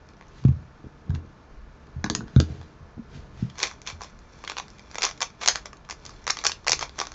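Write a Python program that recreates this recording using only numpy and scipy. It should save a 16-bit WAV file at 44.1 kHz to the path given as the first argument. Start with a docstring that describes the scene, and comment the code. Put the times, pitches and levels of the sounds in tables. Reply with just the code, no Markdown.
"""Over a faint fan hiss a plastic puzzle cube is set down on a desk mat, hands and fingertips land on a
timer pad, then the cube is snatched up and its layers are flicked round in bursts of sharp clicks.
Knocks are ragged contacts ringing plastic modes; scraping rings the cube's modes with grainy noise;
skin and sleeves are grainy filtered noise; thumps and leaning arms ring desk modes, with deep wobbles below.
A small furnished room; the microphone stands on the same desk."""
import sys
import numpy as np
from scipy import signal
from scipy.fft import rfft, irfft, next_fast_len
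from scipy.io import wavfile
from scipy.ndimage import uniform_filter1d

SR = 44100
rng = np.random.default_rng(int(sys.argv[2]) if len(sys.argv) > 2 else 0)


def file_out(sig):
    """Save sig as 16-bit WAV at sys.argv[1]."""
    # one column per channel
    cols = np.atleast_2d(sig).T
    # limit, then scale
    lim = np.clip(cols, -1, 1)
    pcm = np.round(lim * 32767).astype(np.int16)
    wavfile.write(sys.argv[1], SR, pcm)


def ratio(d):
    """dB to gain"""
    e = np.asarray(d, float) / 20
    return 10 ** e


N = 314874

# cube body modes: (nominal frequency [Hz], relative level [dB], t60 [s])
CUBE_MODES = [(670, -12, 0.0013), (1121, 0, 0.022), (1450, 12, 0.0022), (2350, 7, 0.0067),
              (2500, 4, 0.0027), (3473, 4, 0.0094), (4260, 6, 0.005), (4906, 5, 0.0018),
              (5523, 4.5, 0.0058), (6037, -1, 0.0087), (6950, 0.5, 0.006), (7130, -10, 0.0052)]
# layer flicks: (loudest moment [s], relative level [dB], time to die 20 dB [s], under 5 ms swells as 5 ms)
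FLICKS = [(3.6, -30.5, 0.1), (3.632, -20.5, 0.0758), (3.88, -26, 0.0551), (4.03, -34, 0.08),
          (4.45, -47.5, 0.86), (4.5, -33.5, .045), (4.583, -24.5, 0.02), (4.97, -42.5, 0.34),
          (5.035, -14.5, 0.05), (5.222, -23.5, 0.035), (5.43, -25, 0.07), (5.48, -13.5, 0.0075),
          (5.557, -30, 0.0568), (5.66, -35, 0.02), (5.91, -30, 0.02), (6.07, -45, 0.35), (6.3, -11, -0.07),
          (6.385, -36, 0.22), (6.455, -19, 0.0231), (6.68, -27, -0.02), (6.72, -38, 0.18),
          (6.82, -23, 0.0358), (7.0, -32, 0.11), (7.14, -25, -0.61)]
FLICK_RISE = 0.4  # rise time over fall time
HANDS_ON_TIMER_S, HANDS_OFF_TIMER_S = 1, 3.3


def evened(x):
    """Scales to rms 1."""
    return x / np.sqrt(np.mean(x ** 2) + 1e-20)


def read(points, hz):
    """Reads a curve of (Hz, value) on a log-frequency axis."""
    f, value = np.transpose(points)
    return np.interp(np.log(hz + 1), np.log(f + 1), value)


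def add(mix, start_s, sound):
    """Mixes a sound in at start_s."""
    part = mix[max(round(start_s * SR), 0):][:len(sound)]
    part += sound[:len(part)]


def rings(modes, size):
    """One exponentially dying sine a mode."""
    hz, db, t60_s = np.transpose(modes)[:, :, None]
    t = np.arange(size) / SR
    return ratio(db - 60 * t / t60_s) * np.sin(2 * np.pi * hz * t)


def coloured(x, points):
    """Filters through a spectrum of (Hz, dB)."""
    size = next_fast_len(x.shape[-1] + 4096)
    gain = ratio(read(points, np.fft.rfftfreq(size, 1 / SR)))
    return irfft(rfft(x, size) * gain, size)[..., :x.shape[-1]]


def swells(rows, rise, rest_db):
    """Gain of a source at rest that swells to each row's level and dies away again, powers adding."""
    peak_s, db, fall_s = np.transpose(rows)[:, :, None]
    t = np.arange(0, N / SR + .002, .001)
    late = (t - peak_s) / np.maximum(fall_s, .005)
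    power = ratio(db - 20 * np.maximum(late, -late / rise)) ** 2
    gain = np.sqrt(ratio(rest_db) ** 2 + power.sum(0))
    return np.interp(np.arange(N) / SR, t, gain)


def fan():
    """Steady hiss with a few tones wavering in phase."""
    # hiss shape: (frequency [Hz], relative density [dB per Hz])
    hiss_shape = [(59, -35.5), (100, 0.5), (180, -4.5), (403, -11), (458, -11), (887, -15), (972, -13),
                  (1430, -15), (1880, -25), (2340, -26.5), (3640, -45), (5860, -41.5), (8010, -62),
                  (10400, -86), (17600, -120)]
    # tones: (frequency [Hz], rms level [dB])
    tone_rows = [(614, -73.5), (888, -70.5), (1061, -77.5), (1453, -80.5), (1733, -74.5)]
    hiss_rms_db, waver_rad = -54.5, 0.51
    t = np.arange(N) / SR
    waver = evened(uniform_filter1d(rng.standard_normal((len(tone_rows), N)), 6000)) * waver_rad
    tones = np.zeros(N)
    for (hz, db), phase in zip(tone_rows, waver):
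        tones += ratio(db) * np.sqrt(2) * np.sin(2 * np.pi * hz * t + phase)
    return ratio(hiss_rms_db) * evened(coloured(rng.standard_normal(N), hiss_shape)) + tones


def knocks(rows, modes):
    """Each knock is a ragged contact of a millisecond or two that rings the struck thing its own way."""
    # where body modes end and snap modes start: [Hz]
    families_hz = [2000, 4600]
    contact_ms, contact_spread = 1.67, 0.28  # typical value, log spread
    softer_per_db = .01  # hollow knocks touch longer, by this share a dB of body
    piece_spread = .08  # pieces and touched spots differ: log spread of mode frequencies
    modes = np.repeat(modes, repeats=2, axis=0)  # both touching parts ring, each tuned its own way
    out, count = np.zeros(N), len(modes)
    families = np.searchsorted(np.transpose(modes)[0], families_hz)
    chance = rng.standard_normal((len(rows), 401 + 2 * count))
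    t_ms = np.arange(400) / SR * 1000
    for (start_s, snap_db, body_db, middle_db), draw in zip(rows, chance):
        shift = np.exp(piece_spread * draw[-count:])
        tuned = [(hz * k, db, t60_s) for (hz, db, t60_s), k in zip(modes, shift)]
        ring = rings(tuned, size=1100)
        touch_ms = contact_ms * np.exp(contact_spread * draw[400] + softer_per_db * body_db)
        u = t_ms / np.clip(touch_ms, .7, 4)
        contact = draw[:400] * u * np.exp(-3 * u)
        rung = irfft(rfft(contact, 1500) * rfft(ring, 1500), 1500)
        # every mode takes its usual share of the energy, give or take a little
        usual = np.linalg.norm(ring, axis=1) / np.linalg.norm(rung, axis=1)
        rung *= (ratio(1.7 * draw[401:-count]) * usual)[:, None]
        for over_db, part in zip((body_db, middle_db, 0), np.split(rung, families)):
            family = part.sum(0)
            add(out, start_s, ratio(snap_db + over_db) * family / abs(family).max())
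    return out


def catches():
    """Pieces catch at random around the height of every flick, as loud as the layer scrapes just then."""
    per_flick, level_db, spread_db = 3, -8.5, 3  # level over the flick's
    body_over_db, middle_over_db = 2, 0.5  # usual colour over the snap
    reach = .6  # how far they stray, in fall times
    peak_s, db, fall_s = np.repeat(FLICKS, per_flick, axis=0).T
    when, snap, body, middle = rng.standard_normal((len(peak_s), 4)).T
    late = reach * when
    snap_db = db + level_db - 20 * abs(late) + spread_db * snap
    # a negative fall time mirrors the stray in time
    start_s = peak_s + fall_s * late * np.where(late < 0, FLICK_RISE, 1)
    return list(zip(start_s, snap_db, body_over_db + spread_db * body, middle_over_db + spread_db * middle))


def clicks():
    """Knocks ring the timer shell while the hands rest there, the cube before and after."""
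    # clearest knocks: (time [s], relative snap level [dB], hollow body over snap [dB], middle over snap [dB])
    rows = [(0.0684, -59, -2, 0), (0.0884, -55, 3, 9), (0.104, -61, 7, 1), (0.1354, -56.5, 1, 3),
            (0.168, -55.5, -4, -6), (0.2104, -58.5, 21.5, 1), (0.2244, -63, 19, 6), (0.2376, -71, 12, 7),
            (0.2687, -59.5, 8, 0), (0.2824, -52, -3, -12), (0.439, -53, 13, 8), (0.4514, -45.5, 11, 5),
            (0.483, -55, 16.5, -6), (1.095, -55.5, 5, 5), (1.104, -47, 9, -2), (1.1432, -54, 11, -8),
            (1.1566, -54, 13.5, -5), (2.0418, -25.5, 9, -2), (2.062, -49.5, 22.5, 10.5),
            (2.0993, -18.5, -4, 1), (2.1501, -15.5, -6, -11), (2.207, -51.5, 20.5, 3.5),
            (2.2734, -59, 13, 0), (2.2801, -57.5, 17.5, 7), (2.362, -38, 10.5, 8),
            (2.401, -19.5, -1.5, 1.5), (2.6136, -53.5, 18.5, 8), (2.6293, -60, 13, 13), (3.5554, -49, 1, 6),
            (3.583, -31, -8, -6), (3.5908, -30, -9, -6), (3.6015, -27, -17, -6.5), (3.6065, -34.5, -4, -3),
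            (3.6296, -11.5, -11, -5), (3.6362, -17.5, -24, 0.5), (3.671, -29.5, -20, 0),
            (3.7124, -36.5, 5, -6), (3.8171, -37.5, -14, -2.5), (3.8646, -39.5, -8, 4),
            (3.8736, -24, -24, -2), (3.8994, -38, -14, 7.5), (4.0081, -42.5, 11.5, -9),
            (4.017, -30.5, 0.5, -6), (4.0349, -30, -11, -13), (4.19, -47, -2, -13),
            (4.4393, -40.5, 13, -12), (4.4484, -41, 4, 6.5), (4.4758, -32.5, -4, 10), (4.4978, -28, 2, 4.5),
            (4.5177, -33.5, 6.5, -1), (4.568, -33.5, 7.5, 4), (4.583, -31, -10, -1.5), (4.5983, -31, 6, 3),
            (4.6817, -42, -5, -2), (4.7026, -42, -16, -8), (4.784, -47, -6, -4), (4.794, -43.5, 0, 3),
            (4.9132, -33.5, -21, -10), (4.9453, -32, -1, -12), (4.9552, -24, -1.5, -4),
            (4.9825, -24, 4, -3), (5.0087, -31.5, -3, -8.5), (5.0205, -17.5, -17, -4),
            (5.031, -12, -17, -13), (5.0373, -12.5, -12.5, -10), (5.051, -11.5, -23, -17),
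            (5.0653, -27, 4.5, -11), (5.0903, -31.5, -4, 0), (5.0997, -33.5, -4, -5), (5.111, -33, -5, -1),
            (5.1766, -41.5, -3, -8), (5.205, -28, -1, -6), (5.215, -21.5, -4, -5),
            (5.22, -13.5, -15.5, -5.5), (5.2282, -17, -13, -9), (5.3024, -45, -8, 1),
            (5.4135, -32.5, 3, -7), (5.4169, -32, 0, 3.5), (5.434, -31, -5, 1.5), (5.46, -16, -9, -4),
            (5.476, -5.5, -27, -18.5), (5.4849, 0, -18, -12), (5.4928, -21.5, -16, -4),
            (5.5027, -24, -26, -6), (5.557, -20, -22, 2), (5.657, -29.5, 4, -29), (5.7302, -42, 8, -22),
            (5.7695, -47.5, -8, -6), (5.8896, -38.5, 5, -8), (5.898, -28, 0, -5), (5.909, -22.5, -27, -25),
            (5.9249, -35, 7, -8), (6.0524, -31.5, -10, -23), (6.0633, -27.5, -7.5, -29),
            (6.0937, -36, -2, -31), (6.1056, -42, -3, -21), (6.2416, -42.5, -3, -12),
            (6.2679, -34, -3.5, -3.5), (6.2788, -25, -3, -7), (6.2897, -26.5, -25, -8.5),
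            (6.3052, -10.5, -20.5, -28), (6.3698, -30, -3, 1.5), (6.3884, -27.5, -21, 4.5),
            (6.439, -22.5, -1.5, -12.5), (6.448, -17.5, -11, -13), (6.4528, -15, -9, -1),
            (6.4662, -5.5, -22.5, -5), (6.4726, -19.5, -18, -11), (6.4954, -22.5, -1.5, -9),
            (6.5176, -25.5, -16, 3), (6.645, -45, 4, -5), (6.6667, -24, 4, -6), (6.6731, -18, -0.5, -4.5),
            (6.6809, -7, -8.5, -6), (6.6945, -10, -11.5, -14), (6.7074, -19.5, -22.5, -19),
            (6.7188, -3, -19.5, -13.5), (6.7313, -15, -5, 0), (6.792, -22, -18, -10),
            (6.8096, -25.5, -1, -5), (6.8264, -22.5, 4.5, -2.5), (6.8413, -33, -9, -14),
            (6.8939, -44, 3, 7.5), (6.9578, -47, 1, -3), (6.9835, -39, 10, -13), (6.9882, -26, -1, 0.5),
            (7.0009, -16, -10, -2), (7.0137, -25.5, 7.5, -4), (7.0528, -35, -5, -0.5),
            (7.0694, -28, -5, -2), (7.1184, -35.5, 1.5, -3.5)]
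    # timer shell modes: (nominal frequency [Hz], relative level [dB], t60 [s])
    timer_modes = [(1030, -9.5, 0.029), (1270, -6.5, 0.019), (1632, -2.5, 0.017), (2280, -10, 0.016),
                   (3260, -7.5, 0.0027), (3690, 4, 0.0074), (4710, 2, 0.0047), (5800, 2.5, 0.0038),
                   (6290, 0.5, 0.0039), (7450, -8, 0.0045)]
    on_timer = [row for row in rows if HANDS_ON_TIMER_S < row[0] < HANDS_OFF_TIMER_S]
    on_cube = [row for row in rows if not HANDS_ON_TIMER_S < row[0] < HANDS_OFF_TIMER_S]
    cube = knocks(on_cube, CUBE_MODES) + knocks(catches(), CUBE_MODES)
    return cube, knocks(on_timer, timer_modes)


def rustle():
    """Skin and sleeves brushing: soft airy noise with a light grain."""
    # spectrum: (frequency [Hz], relative level [dB])
    skin = [(600, -29.5), (1500, 3.5), (2500, 0), (4000, -2), (6000, -6.5), (8000, -7)]
    # strokes: (loudest moment [s], level [dB], time to die 20 dB [s], at least 5 ms is used)
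    strokes = [(.385, -59, 0.27), (.47, -68, -1.04), (1.15, -40, -0.1532), (1.87, -56, -3.1),
               (2.37, -60.5, .5), (2.5, -57.5, 0.27), (3.15, -53.5, 0.14), (3.4, -55, 0.18),
               (3.5, -42, -0.05), (3.6, -56, 0.06), (4.3, -63, -1.5), (4.75, -62.5, -3.2),
               (5.18, -52, -0.15), (5.35, -58, -2.7), (5.85, -50, -0.7), (6.2, -68.5, 1.9),
               (7.14, -49, -1.8)]
    grain = ratio(1.2 * evened(uniform_filter1d(rng.standard_normal(N), 200)))
    airy = evened(grain * coloured(rng.standard_normal(N), skin))
    return swells(strokes, rise=0.51, rest_db=-69) * airy


def desk():
    """Soft pushes ring the desk modes that the struck spot favours; leaning arms keep them murmuring."""
    # desk modes: (frequency [Hz], relative level [dB], t60 [s])
    desk_modes = [(82, 7.5, 0.23), (127.9, 8, 0.11), (168, 0, 0.089), (200, 0.5, 0.13), (228, 0.5, 0.093),
                  (266.4, -5, 0.11), (303.4, -2, .12), (410.6, -4, 0.12), (452.7, -4, 0.09),
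                  (659, -3, 0.04)]
    # blows: (time [s], peak level [dB], push [ms], favoured frequency [Hz], spread [octaves], at least 0.1 is used)
    blows = [(0.45, -2.5, 1.07, 138, 0.39), (.487, -9.5, 2.8, 139, 0.39), (0.616, -34.5, 6.3, 100, 0.68),
             (0.841, -30, 0.76, 200, 1.2), (1.0928, -12.5, 4.1, 99, 0.38), (1.112, -17.5, 5.7, 110, 1),
             (1.138, -21, 2.7, 109, 0.42), (1.151, -25, 2.2, 150, 0.67), (1.247, -36, 1.4, 200, 0.65),
             (1.96, -23, 5.4, 106, 0.53), (2.042, -16.5, 3.2, 275, 0.59), (2.1, -17.5, 1.9, 270, 0.75),
             (2.113, -26, 1.36, 224, 0.89), (2.15, -24.5, 1.6, 293, .8), (2.189, -23, 5.7, 282, 0.32),
             (2.208, -25.5, 1.8, 227, 0.96), (2.235, -26, 3, 252, 0.41), (2.3615, 1, 3.2, 136.7, 0.59),
             (2.4, -10.5, 0.81, 240, 0.62), (2.5, -22.5, 1.5, 104, 0.33), (2.581, -32, 6.4, 130, 1.3),
             (2.806, -33.5, 3.5, 82, 0.54), (2.968, -31, 10.2, 228, 0.077), (2.991, -25.5, 2.3, 228, 0.11),
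             (3.15, -31, 2.9, 132, 0.68), (3.171, -30, 1.9, 90, 0.89), (3.424, -12.5, 2.7, 160.5, 0.25),
             (3.926, -31.5, 2.6, 82, 0.53)]
    # arms shifting: (loudest moment [s], level [dB], time to die 20 dB [s], at least 5 ms is used,
    # upper modes over the lowest two [dB])
    leans = [(.5, -24.5, 0.15, -25), (.87, -38.5, -0.05, 3.5), (1.112, -45.5, 0.36, -0.5),
             (2.17, -43.5, 0.66, -3.5), (2.4, -51, 1.36, -5.5), (2.5, -49, 0.2, 8.5),
             (2.98, -44.5, -0.14, 11.5), (3.169, -40.5, 0.37, -8), (3.421, -35, 0.19, -14),
             (3.55, -49.5, -1.8, -3), (5.551, -50, 0.3, -6.5), (6.14, -54.5, 0.5, -4.5),
             (6.72, -47, 0.37, -11)]
    # deep wobbles of air and desk: (loudest moment [s], level [dB], time to die 20 dB [s], at least 5 ms is used)
    wobbles = [(.44, -51.5, 0.8), (1.19, -32, -0.1), (1.55, -36.5, 0.3), (1.99, -43, 1), (2.5, -41.5, 0.1),
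               (3.2, -41.5, 0.8), (3.5, -31, -0.3), (4.14, -47.5, 1), (5.55, -46, 1.3), (6.17, -36.5, 0.1),
               (6.72, -41.5, 0.55), (7.14, -41.5, 0.3)]
    out, modes = np.zeros(N), rings(desk_modes, size=SR // 2)
    onset_s = 0.0017  # desk modes swell up softly rather than starting at once
    modes *= 1 - np.exp(-np.arange(SR // 2) / (onset_s * SR))
    stand = signal.butter(4, 69.4, "high", fs=SR, output="sos")  # the stand passes no slow sway
    for start_s, db, push_ms, favoured_hz, octaves in blows:
        push = np.hanning(max(round(push_ms / 1000 * SR), 3))
        away = np.log2(np.transpose(desk_modes)[0] / favoured_hz)
        share = np.exp(-.5 * (away / max(octaves, .1)) ** 2)
        thump = signal.sosfilt(stand, signal.fftconvolve(push, share @ modes))
        add(out, start_s, ratio(db) * thump / abs(thump).max())
    lowest = [row[:3] for row in leans]
    upper = [(peak_s, db + upper_db, fall_s) for peak_s, db, fall_s, upper_db in leans]
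    for rows, rest_db, part in zip((lowest, upper), (-55.5, -57), np.split(modes, [2])):
        murmur = signal.oaconvolve(rng.standard_normal(N), part.sum(0))[:N]
        out += swells(rows, rise=0.55, rest_db=rest_db) * evened(signal.sosfilt(stand, murmur))
    deep_shape = [(12, -39.0), (22, -7), (45, -6.0), (70, -8.5), (100, -37.0), (200, -87)]  # (Hz, dB)
    deep = evened(coloured(rng.standard_normal(N), deep_shape))
    return out + swells(wobbles, rise=0.4, rest_db=-51) * deep


def slide():
    """Layers scraping round: a hiss and many tiny catches of uneven size ring the same pieces."""
    catches_per_s, scrape_db = 700, -10.0
    size = ratio(3.5 * np.minimum(rng.exponential(1, N), 4))
    tiny = (rng.random(N) < catches_per_s / SR) * size
    rub = rng.standard_normal(N) * (.5 + 0.53 * evened(uniform_filter1d(tiny, 30)))
    ring = ratio(np.linspace(.1, -.1, len(CUBE_MODES))) @ rings(CUBE_MODES, size=300)
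    scrape = evened(signal.oaconvolve(rub, ring)[:N])
    held = np.arange(N) > HANDS_OFF_TIMER_S * SR  # silent until the cube is in hand
    return held * ratio(scrape_db) * swells(FLICKS, FLICK_RISE, rest_db=-70.5) * scrape


def room(x, tail_db):
    """A few early echoes, then three diffuse tails that take turns so that no two knocks ring alike."""
    # reverberation: (frequency [Hz], t60 [s])
    decay = [(300, .2), (1000, 0.15), (3000, 0.17), (7000, 0.15)]
    # desk, wall and shelf: (delay [ms], level [dB])
    echoes = [(2.5, -17), (6, -22.5), (10, -19), (13, -22.5)]
    turn_hz, onset_s = 7, 0.005
    out = x.copy()
    for delay_ms, db in echoes:
        add(out, delay_ms / 1000, ratio(db) * x)
    hz, t, z = signal.stft(rng.standard_normal((3, SR // 2)), SR, nperseg=128)
    fading = z * ratio(-60 * t / read(decay, hz)[:, None])
    tails = signal.istft(fading, SR, nperseg=128)[1]
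    tails *= np.clip(np.arange(tails.shape[1]) / (onset_s * SR), 0, 1)
    for k, tail in enumerate(tails):
        turn = np.sqrt(2 / 3) * np.cos(2 * np.pi * (np.arange(N) / SR * turn_hz + k / 3))
        out += ratio(tail_db) * signal.oaconvolve(x * turn, tail / np.linalg.norm(tail))[:N]
    return out


def scene():
    """Cube, timer and skin in the room, desk straight into the microphone stand, fan beneath."""
    small = signal.butter(3, 410, "high", fs=SR, output="sos")  # small pieces radiate no bass
    knock_gain = ratio(1)  # overall level of the cube and timer knocks, from dB
    cube, timer = clicks()
    pieces = signal.sosfilt(small, knock_gain * cube + slide())
    near = pieces + knock_gain * timer + rustle()
    return (room(near, tail_db=-9.0) + desk() + fan())[None]


def roll_off(x):
    """The treble ends steeply here."""
    return signal.sosfilt(signal.butter(12, 8160, fs=SR, output="sos"), x)


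def record(dry):
    """Narrow-band microphone, then a ceiling that rounds off the loudest peaks."""
    # microphone response: (frequency [Hz], gain [dB])
    response = [(20, -6.5), (6500, 5), (7200, -1), (7700, -9.5), (8100, -21.5), (8600, -69.5), (16000, -78)]
    ceiling = .7
    heard = coloured(dry, response)
    mix = heard / (1 + (heard / ceiling) ** 4) ** (1 / 4)
    return roll_off(mix)


dry = scene()
out = record(dry)
file_out(out)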